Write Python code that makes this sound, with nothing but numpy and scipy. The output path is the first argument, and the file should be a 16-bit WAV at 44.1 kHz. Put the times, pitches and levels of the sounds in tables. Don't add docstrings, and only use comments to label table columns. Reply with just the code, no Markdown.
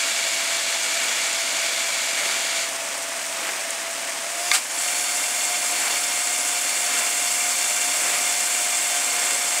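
import sys
import numpy as np
from scipy import signal
from scipy.fft import rfft, irfft
from scipy.io import wavfile

SR = 44100
rng = np.random.default_rng(int(sys.argv[2]) if len(sys.argv) > 2 else 0)


def wav_out(sig):
    wavfile.write(sys.argv[1], SR, np.round(np.clip(np.atleast_2d(sig).T, -1, 1) * 32767).astype(np.int16))


N = 423360
T = np.arange(N) / SR
HZ = np.fft.rfftfreq(N, 1 / SR)

ENGAGE_S, TRIP_S, STALL_S, CATCH_S = 4.22, 4.515, 4.59, 4.75
SLAP_ATTACK_S = 0.032


def amp(db):
    return 10 ** (np.asarray(db) / 20)


def unit_rms(x):
    return x / np.sqrt(np.mean(x ** 2) + 1e-20)


def curve(rows):
    return np.interp(T, *np.transpose(rows))


def ramp(start_s, length_s):
    return np.clip((T - start_s) / length_s, 0, 1)


def response(points):
    hz, db = np.transpose(points)
    return amp(np.interp(np.log(HZ + 1), np.log(hz), db)) * np.minimum(HZ / hz[0], 1) ** 2


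def colour(x, gain):
    log_gain = np.log(np.maximum(gain / gain.max(), 1e-5))
    phase = -signal.hilbert(np.r_[log_gain, log_gain[-2:0:-1]]).imag[:len(HZ)]
    return unit_rms(irfft(rfft(x) * np.exp(log_gain + 1j * phase), N))


def wander(rate_hz):
    noise = rfft(rng.standard_normal(N))
    return unit_rms(irfft(noise * (HZ > rate_hz / 20) / (1 + (HZ / rate_hz) ** 2), N))


def whistle(hz, width_hz):
    noise = rfft(rng.standard_normal(N))
    return unit_rms(irfft(noise / (1 + (2 * (HZ - hz) / width_hz) ** 2) ** 0.63, N))


def water(drops_per_s, spread_db, mist_db, sputter_db, sputter_hz):
    sizes = amp(spread_db * np.minimum(rng.exponential(1, N), 3.5))
    drops = unit_rms(sizes * rng.choice([-1, 1], N) * (rng.random(N) < drops_per_s / SR))
    stream = drops + amp(mist_db) * rng.standard_normal(N)
    stream = unit_rms(stream * amp(sputter_db * wander(sputter_hz)))
    fine_share = 0.72 / (1 + (10500 / (HZ + 1)) ** 8)
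    fine_spray = rfft(rng.standard_normal(N)) * np.sqrt(fine_share)
    return irfft(rfft(stream) * np.sqrt(1 - fine_share) + fine_spray, N)


def strikes(hits, spectrum, ring_db, contact_s=0.0008):
    # frequency in Hz, relative level in dB, T60 in seconds.
    modes = [(1200, -9, .08), (1572, -9, .06), (2148, 0, .05), (2380, -5, .045), (3494, -7, .025),
             (4468, -5, .02), (5690, -13, .015)]
    out = np.zeros(N)
    for start_s, peak_db in hits:
        age_s = np.maximum(T - start_s, 0)
        blow = rng.standard_normal(N) * (T >= start_s) * np.exp(-age_s / contact_s)
        blow[round(start_s * SR) + 1] += 3.0
        ring = sum((-1) ** k * amp(db - 60 * age_s / t60_s) * np.cos(2 * np.pi * hz * age_s)
                   for k, (hz, db, t60_s) in enumerate(modes))
        hit = colour(blow, response(spectrum)) + amp(ring_db) * unit_rms(ring * (T >= start_s))
        out += amp(peak_db) * hit / abs(hit).max()
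    return out


def engaged():
    return ramp(ENGAGE_S, TRIP_S - ENGAGE_S)


def dip(start_s=4.59, end_s=4.75, fall_s=0.041, rise_s=0.11):
    return ramp(start_s - fall_s / 2, fall_s) * (1 - ramp(end_s - rise_s / 2, rise_s))


def bite(free_db=-10, driven_db=3, rise_s=0.11):
    return amp(free_db + (driven_db - free_db) * ramp(CATCH_S - rise_s, rise_s))


def pump():
    # frequency in Hz, rms level in dB.
    partials = [(68.6, -77.5), (137, -69)]
    return np.sqrt(2) * sum(amp(db + 1.5 * wander(3.4)) * np.sin(2 * np.pi * hz * T + 0.45 * wander(3.2))
                            for hz, db in partials)


def ticks():
    # start in seconds, peak in dB.
    hits = [(3.7065, -11), (4.986, -19)]
    # frequency in Hz, relative density in dB.
    spectrum = [(1000, -25), (4500, -19), (7000, 8), (9000, 3), (12000, -18), (15000, -25)]
    return strikes(hits, spectrum, ring_db=-12)


def leak(start_db=-25, sag_db_per_s=0.6, seal_s=2.63, seal_db_per_s=140):
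    # frequency in Hz, relative density in dB.
    spectrum = [(100, -49), (700, -31), (1400, -3.5), (2000, -1.5), (2300, 8.5), (2550, -5.5), (2800, 4),
                (3050, -5), (3400, 3), (3800, -2), (4550, 1), (5400, -6), (7200, 1.5), (9000, -9.5),
                (12000, -16), (15200, -45)]
    level_db = start_db - sag_db_per_s * T - seal_db_per_s * np.maximum(T - seal_s, 0)
    stream = water(3500, spread_db=2.6, mist_db=-0.82, sputter_db=0.58, sputter_hz=35)
    return amp(level_db) * colour(stream, response(spectrum))


def blade_hz(free_hz=671.2, driven_hz=710.4, kick_hz_per_s=850):
    sag_hz, spin_up_s, overshoot_hz, settle_s = 40.02, 0.065, 13, 0.25
    before_hz = free_hz + (driven_hz - free_hz) * engaged() + kick_hz_per_s * np.maximum(T - TRIP_S, 0)
    age_s = np.maximum(T - CATCH_S, -spin_up_s)
    after_hz = driven_hz - sag_hz * np.exp(-age_s / spin_up_s) + overshoot_hz * np.exp(-age_s / settle_s)
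    return np.where(T < STALL_S, before_hz, after_hz)


def wheel(blades=8, free_db=-41, driven_db=-39.5, strain_db=4, dip_db=-10):
    # multiple of the shaft rate, relative level in dB.
    orders = [(14, -13.5), (16, -8.5), (24, -1), (40, -4.5), (48, -6), (56, -6.5)]
    turns = np.cumsum(blade_hz() * (1 + 0.002 * wander(13.6) + 0.001 * wander(1.52))) / SR / blades
    tone = np.sin(2 * np.pi * blades * turns) * amp(1.7 * wander(16))
    side = np.sin(2 * np.pi * (blades - 1) * turns) * amp(3 * wander(9))
    overtones = sum(amp(db + 2.1 * wander(16)) * np.sin(2 * np.pi * (round(order) * turns + rng.random()))
                    for order, db in orders)
    lever_strain = engaged() ** 0.5 * (1 - ramp(TRIP_S, SLAP_ATTACK_S))
    level_db = free_db + (driven_db - free_db) * engaged() + strain_db * lever_strain + dip_db * dip()
    return np.sqrt(2) * amp(level_db) * (tone + amp(-14) * side + amp(-4) * bite() * overtones)


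def drumming():
    # frequency in Hz, width in Hz, relative level in dB.
    modes = [(1202, 60, -8.5), (1562, 53, -2.5), (2125, 116, -3), (2330, 116, 1.5), (2764, 110, 0),
             (3135, 150, -6.5), (3468, 137, -3), (4464, 220, -4.5), (4970, 110, -8.5), (5523, 120, -1.5),
             (6160, 97, -3), (7010, 187, 1.5)]
    power = sum(amp(db) ** 2 / (1 + (2 * (HZ - hz) / width_hz) ** 2) ** 2 for hz, width_hz, db in modes)
    stream = water(1800, spread_db=3.2, mist_db=-2.5, sputter_db=1.6, sputter_hz=40)
    return colour(stream, np.sqrt(power) * np.minimum(HZ / 800, 1) ** 2)


def edge_whistles():
    pitches_hz = [4463, 7645, 8352, 10522]
    # width in Hz, relative level in dB at 4.8 s, the same at 9.6 s.
    bands = [(10, -20, -25), (55, -11.5, -10.5), (45, -19, -12), (70, -18.5, -26)]
    return sum(whistle(hz, width_hz) * amp(curve([(4.8, first_db), (9.6, last_db)]))
               for hz, (width_hz, first_db, last_db) in zip(pitches_hz, bands))


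def spray(dip_db=-7.5):
    # frequency in Hz, relative density in dB.
    spectrum = [(100, -59), (1500, -15), (2300, -9), (3900, -9), (5500, -5), (6600, 1.5), (7300, -0.5),
                (9000, 0), (10300, -1), (11800, -9.5), (15200, -13)]
    # time in seconds, gain in dB.
    swing = [(4.5, -27), (4.9, -26), (6.3, -26), (7.4, -24.5), (8.5, -24.5), (9.6, -26)]
    stream = water(4000, spread_db=4.5, mist_db=-1, sputter_db=1.0, sputter_hz=54)
    hiss = colour(stream, response(spectrum))
    housing = drumming()
    spit_band = np.exp(-((HZ - 7600) / 900) ** 2 / 2)
    spits = colour(rng.standard_normal(N) * amp(3.8 * np.clip(wander(70), -2.5, 2.5)), spit_band)
    mix = amp(-3.5) * hiss + amp(-6) * housing + amp(-8) * spits + bite() * edge_whistles()
    return engaged() * amp(curve(swing) + dip_db * dip()) * mix


def lever(squeal_hz=4980, squeal_db=-36, squeal_s=0.12, slap_db=-15, hold_s=0.0063, fall_db_per_s=430):
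    # start in seconds, peak in dB.
    hits = [(4.5155, 1), (4.5184, -12), (4.5369, -9)]
    # frequency in Hz, relative density in dB.
    clack_spectrum = [(300, -34), (800, -13), (1400, -1), (2300, -1), (4300, 1.5), (6200, 0), (8000, -12),
                      (15000, -20)]
    slap_spectrum = [(200, -23), (600, -12), (1200, 0.5), (2300, 1.5), (3700, -1), (4600, 3), (6000, -4),
                     (8200, 5), (10500, -6.5), (15500, -18)]
    tripped = ramp(TRIP_S, SLAP_ATTACK_S)
    load = ramp(TRIP_S - squeal_s, squeal_s) ** 0.5 * (1 - tripped)
    squeal = amp(squeal_db) * load * whistle(squeal_hz, width_hz=50)
    clack = strikes(hits, clack_spectrum, ring_db=2.2)
    splash = water(5500, spread_db=1.7, mist_db=-0.91, sputter_db=0.8, sputter_hz=150)
    falling_s = np.maximum(T - TRIP_S - SLAP_ATTACK_S - hold_s, 0)
    slap_gain = tripped ** 1.7 * amp(slap_db - fall_db_per_s * falling_s)
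    return squeal + clack + slap_gain * colour(splash, response(slap_spectrum))


def bursts():
    # centre in seconds, level in dB, Gaussian sigma in seconds.
    swells = [(1.094, -31.5, 0.11), (2.28, -30, 0.11), (3.49, -30.5, 0.11), (5.855, -29, 0.11),
              (6.98, -29, 0.077), (8.115, -28, 0.085), (9.257, -32, 0.15)]
    # frequency in Hz, relative density in dB.
    spectrum = [(60, -38), (250, -10), (600, -2.5), (1200, -1.5), (2300, 2.5), (4000, -7.5), (8000, -6.5),
                (15000, -22)]
    gain = sum(amp(db) * np.exp(-((T - centre_s) / sigma_s) ** 2 / 2) for centre_s, db, sigma_s in swells)
    stream = water(900, spread_db=1.9, mist_db=-5.5, sputter_db=1.0, sputter_hz=56)
    return gain * colour(stream, response(spectrum))


def jet(crossover_hz=5000, dip_db=-2.5):
    # frequency in Hz, relative density in dB.
    spectrum = [(45, -42), (90, -28), (170, -19.5), (280, -6), (410, -12), (570, -1.5), (1300, -2.5),
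                (2200, 0.5), (4000, -6), (7000, 0), (8500, 1), (12000, -14), (13300, -13.5), (15200, -18.5)]
    # time in seconds, rms level in dB.
    swing = [(0, -28), (2.6, -28), (3.1, -28.5), (4.3, -28.5), (5.2, -28), (9.6, -27)]
    treble_share = 1 / (1 + (crossover_hz / (HZ + 1)) ** 4)
    core = water(3000, spread_db=2.67, mist_db=-0.89, sputter_db=0.5, sputter_hz=32)
    droplets = water(3000, spread_db=4.2, mist_db=-0.99, sputter_db=1.24, sputter_hz=40)
    roar = colour(core, response(spectrum) * np.sqrt(1 - treble_share))
    fizz = colour(droplets, response(spectrum) * np.sqrt(treble_share))
    return amp(curve(swing) + dip_db * dip()) * unit_rms(roar + amp(-2) * fizz)


def scene():
    mono = jet() + bursts() + leak() + spray() + wheel() + lever() + ticks() + pump()
    return np.array([mono, mono])


def record(dry):
    ceiling, cutoff_hz = 0.88, 15720
    lowpass = signal.firwin(1023, cutoff_hz, window=("kaiser", 9), fs=SR)
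    return signal.oaconvolve(np.clip(dry, -ceiling, ceiling), lowpass[None], "same")


dry = scene()
out = record(dry)
wav_out(out)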